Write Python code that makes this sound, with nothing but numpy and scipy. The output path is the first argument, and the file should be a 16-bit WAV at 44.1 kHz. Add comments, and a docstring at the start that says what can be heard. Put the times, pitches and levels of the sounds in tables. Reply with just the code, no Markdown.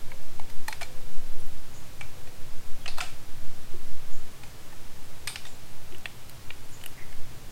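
"""Edge of a wood: a few metres off, cartridges are thumbed into a pistol magazine, then picked from a
plastic case. Each contact rings the parts briefly; the ground and the tree trunks throw it back.
Spring and shell sing on after hard snaps; a hand bumps the case and slides brass along plastic and steel.
Wind sways the microphone, mostly below hearing, over a low hum and a wide hiss.
Far off, a dove coos and a small bird chips."""
import sys
import numpy as np
from scipy import signal
from scipy.fft import rfft, irfft
from scipy.io import wavfile
from scipy.ndimage import uniform_filter1d

SR = 44100
rng = np.random.default_rng(int(sys.argv[2]) if len(sys.argv) > 2 else 0)


def transcribe(u):
    """Save the signal u as a 16-bit wav file named by the first command-line argument.

    u: samples, shape (n,) or (channels, n), limited to [-1, 1]; the rate is SR.
    q: integer samples, one column per channel.
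    """
    v = np.clip(np.atleast_2d(u).T, -1, 1)
    q = np.round(v * 32767).astype(np.int16)
    wavfile.write(sys.argv[1], SR, q)


N = 331191


def amp(db):
    """dB to gain."""
    return 10 ** (np.asarray(db) / 20)


def unit_rms(x):
    """Scale to rms 1."""
    return x / np.sqrt(np.mean(x ** 2) + 1e-20)


def unit_energy(x):
    """Scale to energy 1."""
    return x / (np.linalg.norm(x) + 1e-12)


def add(mix, at_s, sound):
    """Add a sound to the mix in place."""
    part = mix[max(round(at_s * SR), 0):][:len(sound)]
    part += sound[:len(part)]


def clock(length_s):
    """Sample times [s]."""
    return np.arange(int(length_s * SR)) / SR


def band(x, edges_hz, order=3):
    """Causal band-pass."""
    return signal.sosfilt(signal.butter(order, edges_hz, "band", fs=SR, output="sos"), x)


def shaped_noise(spectrum):
    """Noise shaped by (frequency [Hz], level [dB]) points, joined on a log axis."""
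    point_hz, point_db = np.transpose(spectrum)
    db = np.interp(np.log(np.fft.rfftfreq(N, 1 / SR) + 1e-3), np.log(point_hz), point_db)
    return unit_rms(irfft(rfft(rng.standard_normal(N)) * amp(db), N))


def resonant_noise(size, hz, width_hz):
    """Noise in one resonance."""
    detune = 2 * (np.fft.rfftfreq(size, 1 / SR) - hz) / width_hz
    return unit_rms(irfft(rfft(rng.standard_normal(size)) / (1 + detune ** 2), size))


def gain_curve(points):
    """Gain per sample from (time [s], level [dB]) points."""
    return amp(np.interp(np.arange(N) / SR, *np.transpose(points)))


def wind():
    """Slow pressure swings at the microphone."""
    # sway spectrum: (frequency [Hz], relative density [dB])
    spectrum = [(.5, 1), (2, -3.5), (4.5, -1), (7, -9.5), (11, -17), (15, -33.5), (22, -32.5), (30, -53),
                (60, -58), (200, -120)]
    # gust strength: (time [s], level [dB])
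    gusts = [(0.0, -17.5), (.45, -16), (.95, -18.5), (1.45, -11.5), (1.8, -28), (2.9, -17), (3.25, -21.5),
             (4.0, -13.5), (4.55, -29.5), (5.7, -24), (6.3, -32), (7.5, -18.5)]
    sway = shaped_noise(spectrum)
    sway /= np.sqrt(uniform_filter1d(sway ** 2, size=SR) + 1e-6)  # the gusts alone set the level
    return gain_curve(gusts) * sway * signal.windows.tukey(N, .025)


def background(hiss_db=-47.5, hum_hz=126):
    """Steady wide hiss and a distant wavering hum."""
    # hiss spectrum: (frequency [Hz], relative density [dB])
    spectrum = [(20, -6), (40, -2), (60, 0.5), (90, 0), (122, 0.5), (165, -7), (260, -9.5), (380, -11.5),
                (600, -13.5), (1200, -17), (3600, -20.5), (7000, -23), (8200, -24.5), (15800, -28)]
    # hum strength: (time [s], level [dB])
    hum_levels = [(0, -58.5), (2.5, -60), (5.1, -64), (5.8, -60.5), (6.6, -62.5), (7.2, -52.5)]
    hiss = amp(hiss_db) * shaped_noise(spectrum)
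    return hiss + gain_curve(hum_levels) * resonant_noise(N, hum_hz, width_hz=7.1)


def dove(blur=0.29, fade_db=-10):
    """Soft gliding notes swell and fade, smeared by the wood."""
    # coos: (time [s], length [s], level [dB], start pitch [Hz], end pitch [Hz])
    coos = [(.07, 0.18, -52, 488, 585), (.2, .14, -54, 643, 630), (.82, 0.692, -54, 514, 477),
            (2.1, 0.57, -55.5, 505, 484)]
    out = np.zeros(N)
    for at_s, length_s, db, start_hz, end_hz in coos:
        u = clock(length_s) / length_s
        cycles = np.cumsum(start_hz + (end_hz - start_hz) * u) / SR
        echoes = blur * resonant_noise(len(u), end_hz, width_hz=25)
        envelope = amp(db + fade_db * u ** 1.1) * signal.windows.tukey(len(u), .25)
        add(out, at_s, envelope * (np.sin(2 * np.pi * cycles) + echoes))
    return out


def contact(modes, parts_hz, parts_db, chatter_ms, edge_hz, echo_db,
            crack_s, dense_db, chatter, rise, bounce, bounce_s):
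    """A blow and its tiny slips ring hollow, wall, steel and brass; returns (direct, sent to trees)."""
    # dense damped modes re clear ones: (hollow, wall, steel, brass) [dB]
    cracks_db = [-11.5, -7, 2, 0.5]
    # echo lift, as the body shades the direct treble most: (hollow, wall, steel, brass) [dB]
    lifts_db = [-0.3, -1.8, 4.5, 5]
    t = clock(.05)
    impulse = 1. * (t == 0)
    chatter_s = chatter_ms / 1000
    build_up = 1 - np.exp(-t / (rise * chatter_s))  # a long slip builds before it lets go
    slips = rng.standard_normal(len(t)) * build_up * np.exp(-t / chatter_s)
    force = impulse + chatter * unit_energy(slips)
    burst = build_up * np.exp(-t / (crack_s + chatter_s / 2))
    for push in force, burst:
        add(push, bounce_s * rng.uniform(.9, 1.2), bounce * push)  # off the table and the ground
    hardness = signal.butter(6, min(edge_hz, .45 * SR), fs=SR, output="sos")  # softer: less top
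    direct, echo_power = np.zeros(len(t)), 0
    for (low_hz, high_hz), db, crack_db, lift_db in zip(parts_hz, parts_db, cracks_db, lifts_db):
        ring = np.zeros(len(t))
        for hz, mode_db, t60_s in modes:
            cycles = hz * rng.normal(1, .003) * t
            if low_hz <= hz < high_hz:
                tone = amp(-60 * t / t60_s) * np.sin(2 * np.pi * cycles)
                ring += amp(mode_db) * unit_energy(signal.fftconvolve(force, tone)[:len(t)])
        crack = band(rng.standard_normal(len(t)) * burst, (low_hz, high_hz), order=4)
        part = unit_energy(ring) + amp(crack_db + dense_db) * unit_energy(crack)
        part = band(signal.sosfilt(hardness, part), (.8 * low_hz, min(1.2 * high_hz, .48 * SR)))
        direct += amp(db) * unit_energy(part)
        # summed over all directions, the mode peaks mostly even out
        flat = unit_energy(signal.sosfilt(hardness, band(impulse, (low_hz, high_hz))))
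        echo_power += abs(rfft(amp(db + echo_db + lift_db) * flat)) ** 2
    diffuse = np.roll(irfft(np.sqrt(echo_power), len(t)), 64)
    sent = 0.81 * diffuse + 0.55 * amp(echo_db) * direct
    return np.array([direct, sent]) * np.sqrt(SR / 100)


def magazine():
    """Cartridge clacks: the spot struck tunes wall and steel, hardness sets the top edge."""
    # clacks: (time [s], level [dB], chatter [ms], wall [Hz], second wall [Hz], ring t60 [s],
    # ping re crack [dB], hollow re wall [dB], steel re wall [dB], steel [Hz], brass re wall [dB],
    # top edge [Hz])
    clacks = [(0.1172, -43.5, .78, 2200, 1640, 0.025, 6, -7, -20, 4200, -30, 8400),
              (.396, -49, 0.69, 2240, 1330, .02, 4, 9.5, -5, 4170, -7, 11000),
              (.498, -51.5, 3.6, 1970, 2300, .02, 1, -9, -3, 4860, -2, 15000),
              (.679, -46, 1.3, 2400, 2240, .014, -9, -5, -10, 5100, -1, 14000),
              (.6821, -33, 1.1, 1965, 2430, 0.021, 5, 0, -5.5, 4190, -5, 14000),
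              (.7265, -35, 1.1, 2300, 1945, .014, 3, -13, -7, 4250, -12.5, 7500),
              (.811, -38, 3, 1920, 2290, .022, -5, -5.5, -8, 4250, -8, 9800),
              (.8178, -38, 2.6, 2300, 1930, 0.024, -1, -1, -9, 5020, -8.5, 14000),
              (.829, -37.5, 1.4, 2280, 2360, .03, 8, -17, -4.5, 4190, -6, 7500),
              (2.0108, -36.5, 0.14, 2290, 2480, 0.027, 1, -9.5, -19, 4200, -13, 7800),
              (2.273, -52.5, 1.6, 2400, 1890, .02, -4, -5, -11, 4200, -15, 8500),
              (2.8593, -35, 1, 2600, 2820, 0.019, -2, -12, -18, 4150, -15, 8000),
              (2.879, -37.5, 0.83, 2570, 2590, 0.024, 9, -5.5, 0.5, 4130, -14, 11000),
              (2.885, -44, 1.2, 2560, 1840, .026, 4, -2, 2, 4650, -14, 9000),
              (2.974, -50, 2, 1870, 2300, .025, 2, -3, 2, 4200, -6, 12000),
              (2.9832, -39, 0.89, 1390, 2560, 0.025, 5, 1.5, -2.5, 4190, -4.5, 15000),
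              (2.9912, -44.5, 1.1, 1700, 2610, .02, 5, -1, -5, 4200, -12, 9500),
              (3.005, -32, 0.91, 2560, 2960, 0.013, -1, -17, -12, 3550, -11.5, 8650),
              (3.0088, -32.5, 0.53, 1390, 2300, 0.02, 0, -27, -10, 4890, -19, 8450),
              (3.012, -40.5, 0.23, 2740, 1860, 0.015, 3, -24, -0.5, 5050, -1, 8850),
              (4.4347, -47, 0.56, 2530, 2940, .01, -3, -4.5, -8, 4200, -8, 9500),
              (4.726, -52.5, 2, 1740, 2300, .02, 0, -1, -17, 4200, -24, 8500),
              (5.2733, -36.5, 0.75, 1850, 2050, 0.017, -3, -24, 1.5, 5040, -1, 12700),
              (5.2768, -34.5, 2.2, 2520, 2390, .014, 5, -17, -8, 3970, -15, 9500),
              (5.3, -47.5, 0.6, 1490, 2300, .018, 0, -2, -6, 3800, -12, 9500),
              (5.358, -35.5, 0.83, 2440, 2160, .014, -1, -14, -4.5, 4400, -13, 9500),
              (5.452, -47, 1.2, 1840, 2500, .02, 2, -10, -0.5, 3650, -6, 10500),
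              (5.467, -50, 1.3, 2340, 1500, .02, 0, -6, -9, 3750, -4, 9000)]
    # magazine modes: (frequency [Hz], relative level [dB], t60 [s])
    modes = [(1466, -2.5, 0.027), (1675, -9, 0.023), (1920, 3, .024), (2290, -1, 0.018), (2560, -6, .03),
             (3150, -16, .012), (3630, -2, .012), (4200, -7, 0.055), (5050, -5, .014), (6300, -1, 0.0055),
             (7300, 6.5, 0.0008), (8000, -6, .0049), (8760, 8, .0035), (12400, 7.5, 0.0018)]
    # hollow, wall, steel and brass bands: (low [Hz], high [Hz])
    parts_hz = [(610, 1030), (1280, 3200), (3450, 5350), (6100, 15900)]
    # the hand tunes the hollow and shades the direct sound: (time [s], hollow [Hz], echo [dB])
    grip = [(.4, 910, -14), (.69, 865, -10), (.82, 760, -11.5), (2.88, 710, -7.5), (3.01, 806, -5),
            (5.27, 826, -6.5), (5.4, 830, -7)]
    grip_s, grip_hz, grip_db = np.transpose(grip)
    out = np.zeros((2, N))
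    for (at_s, db, chatter_ms, wall_hz, second_hz, t60_s,
         ping_db, hollow_db, steel_db, steel_hz, brass_db, edge_hz) in clacks:
        tuned = [(second_hz, 3 + ping_db, t60_s), (steel_hz, 8 + ping_db, 1.6 * t60_s),
                 (np.interp(at_s, grip_s, grip_hz), 0, 0.035), (wall_hz, 10.5 + ping_db, t60_s)]
        parts_db = db + np.array([hollow_db, 0, steel_db, brass_db])
        direct, sent = contact(list(modes) + tuned, parts_hz, parts_db, chatter_ms, edge_hz,
                               echo_db=np.interp(at_s, grip_s, grip_db), crack_s=0.00084,
                               dense_db=-2 - ping_db, chatter=1.22, rise=0.73,
                               bounce=0.58, bounce_s=.0029)
        add(out[0], at_s, direct)
        add(out[1], at_s, sent)
    return out


def trees(sent, low_t60_s=0.39, treble_t60_s=0.46, delay_s=0.0039, treble_gain=0.97):
    """Trunks and leaves scatter a dense tail."""
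    t = clock(.6)
    taps = rng.choice([-1., 1.], len(t)) * np.clip((t - delay_s) / 0.0015, 0, 1)
    low = signal.sosfiltfilt(signal.butter(2, 7000, fs=SR, output="sos"), taps)
    tail = low * amp(-60 * t / low_t60_s) + treble_gain * (taps - low) * amp(-60 * t / treble_t60_s)
    return signal.fftconvolve(sent, unit_energy(tail))[:N]


def spring(rise_s=0.0017):
    """Close modes of spring and shell die away after hard snaps."""
    # mode clusters: (time [s], level-independent centre [Hz], level [dB], width [Hz], t60 [s])
    rings = [(.6821, 920, -50, 50, .14), (.829, 2300, -57, 170, 0.15), (2.0111, 2340, -56, 216, 0.54),
             (2.8593, 2720, -47, 260, 0.24), (2.879, 4230, -50, 230, .4), (2.879, 9400, -48.5, 900, .15),
             (3.0087, 724, -40.5, 64.5, 0.23), (5.2735, 3670, -44, 160, 0.2),
             (5.2735, 8700, -38.5, 1100, 0.26), (5.46, 3650, -56, 160, 0.36)]
    out, t = np.zeros(N), clock(0.19)
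    for at_s, hz, db, width_hz, t60_s in rings:
        envelope = amp(db - 60 * t / t60_s) * (1 - np.exp(-t / rise_s))
        add(out, at_s, envelope * resonant_noise(len(t), hz, width_hz))
    return out


def hand_bumps(box_hz=361, t60_s=0.12, rise_s=0.0025, rustle=0.75):
    """The hand knocks dully on the hollow case."""
    # bumps: (time [s], level [dB])
    bumps = [(1.358, -48), (1.387, -46.5), (1.511, -54), (3.026, -47), (3.738, -38.5), (5.921, -42.5),
             (5.949, -51)]
    out, t = np.zeros(N), clock(0.14)
    for at_s, db in bumps:
        knock = np.sin(2 * np.pi * box_hz * t) + rustle * resonant_noise(len(t), box_hz, width_hz=220)
        add(out, at_s, amp(db - 60 * t / t60_s) * (1 - np.exp(-t / rise_s)) * knock)
    return out


def brass_slides():
    """Brass drags along the plastic case or the steel magazine."""
    # slides: (time [s], length [s], level [dB], centre [Hz], width [Hz])
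    slides = [(1.398, 0.027, -57, 9900, 1500), (1.46, .035, -54.5, 13400, 1700),
              (2.805, 0.064, -58, 3320, 180), (6.69, .05, -58, 9700, 1210), (6.976, 0.09, -49.5, 2010, 350),
              (7.049, 0.15, -59.5, 2060, 400)]
    out = np.zeros(N)
    for at_s, length_s, db, hz, width_hz in slides:
        u = clock(length_s) / length_s
        add(out, at_s, amp(db) * np.sin(np.pi * u ** 0.47) * resonant_noise(len(u), hz, width_hz))
    return out


def small_bird(t60_s=.42, rise_s=.008, width_hz=850):
    """Thin far chips, smeared by the wood."""
    # chips: (time [s], level [dB], pitch [Hz])
    chips = [(1.735, -50.5, 6830), (4.12, -52.5, 7000), (5.465, -51.5, 7240), (6.715, -50, 6950)]
    out, t = np.zeros(N), clock(0.33)
    for at_s, db, hz in chips:
        envelope = amp(db - 60 * t / t60_s) * (1 - np.exp(-t / rise_s))
        add(out, at_s, envelope * resonant_noise(len(t), hz, width_hz))
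    return out


def plastic_case(hollow_hz=716, hollow_db=-13.5, bright_db_per_octave=28):
    """Cartridge clicks: the plastic rings much alike each time; brightness lifts brass and top edge."""
    # picks: (time [s], level [dB], chatter [ms], wall [Hz], steel band re wall [dB], brightness [dB])
    picks = [(5.924, -50, 1.4, 2580, -17, -20), (5.9471, -46.5, 0.84, 2730, -24, -22),
             (5.983, -61, .8, 2500, -10, 8), (6.0567, -31, 1.3, 2660, -14.5, -19.5),
             (6.2959, -57, 0.61, 2500, 4, 9), (6.5046, -36.5, 1, 2470, -15, -32),
             (6.813, -52, 1.1, 2550, -15, -16), (6.838, -43.5, 1, 2300, -14, -4),
             (6.8608, -40.5, 0.45, 2800, -16, 0.5), (7.126, -50, 1.6, 2080, -13, -12)]
    # case modes: (frequency [Hz], relative level [dB], t60 [s])
    modes = [(1390, -25, .0087), (1920, -6, 0.029), (2300, -14, 0.0065), (2870, 2.5, 0.013),
             (3400, -9, 0.012), (4250, 4, 0.007), (8400, -2, 0.0047), (9500, 8, 0.0036), (12700, 7, 0.0024),
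             (13700, 1, .004)]
    # hollow, wall, steel and brass bands: (low [Hz], high [Hz])
    parts_hz = [(560, 1300), (1850, 3300), (3400, 4800), (7600, 15900)]
    out = np.zeros((2, N))
    for at_s, db, chatter_ms, wall_hz, steel_db, bright_db in picks:
        tuned = [(hollow_hz, 0, 0.014), (wall_hz, 5, 0.009)]
        parts_db = db + np.array([hollow_db, 0, steel_db, bright_db])
        edge_hz = 14000 * 2 ** (bright_db / bright_db_per_octave)
        direct, sent = contact(list(modes) + tuned, parts_hz, parts_db, chatter_ms, edge_hz,
                               echo_db=-14.5, crack_s=0.00046, dense_db=-4.5, chatter=1.0, rise=0.27,
                               bounce=0.41, bounce_s=0.0023)
        add(out[0], at_s, direct)
        add(out[1], at_s, sent)
    return out


def scene():
    """Mono mix; clacks and clicks also return from the trees."""
    direct, sent = magazine() + plastic_case()
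    handling = direct + trees(sent) + spring() + hand_bumps() + brass_slides()
    return (handling + small_bird() + dove() + wind() + background())[None]


def record(dry):
    """Linear-phase low-pass at 15.9 kHz."""
    taps = signal.firwin(511, 15900, window=("kaiser", 9), fs=SR)
    padded = np.pad(dry, ((0, 0), (255, 255)), mode="edge")
    return signal.oaconvolve(padded, taps[None], "valid")


dry = scene()
out = record(dry)
transcribe(out)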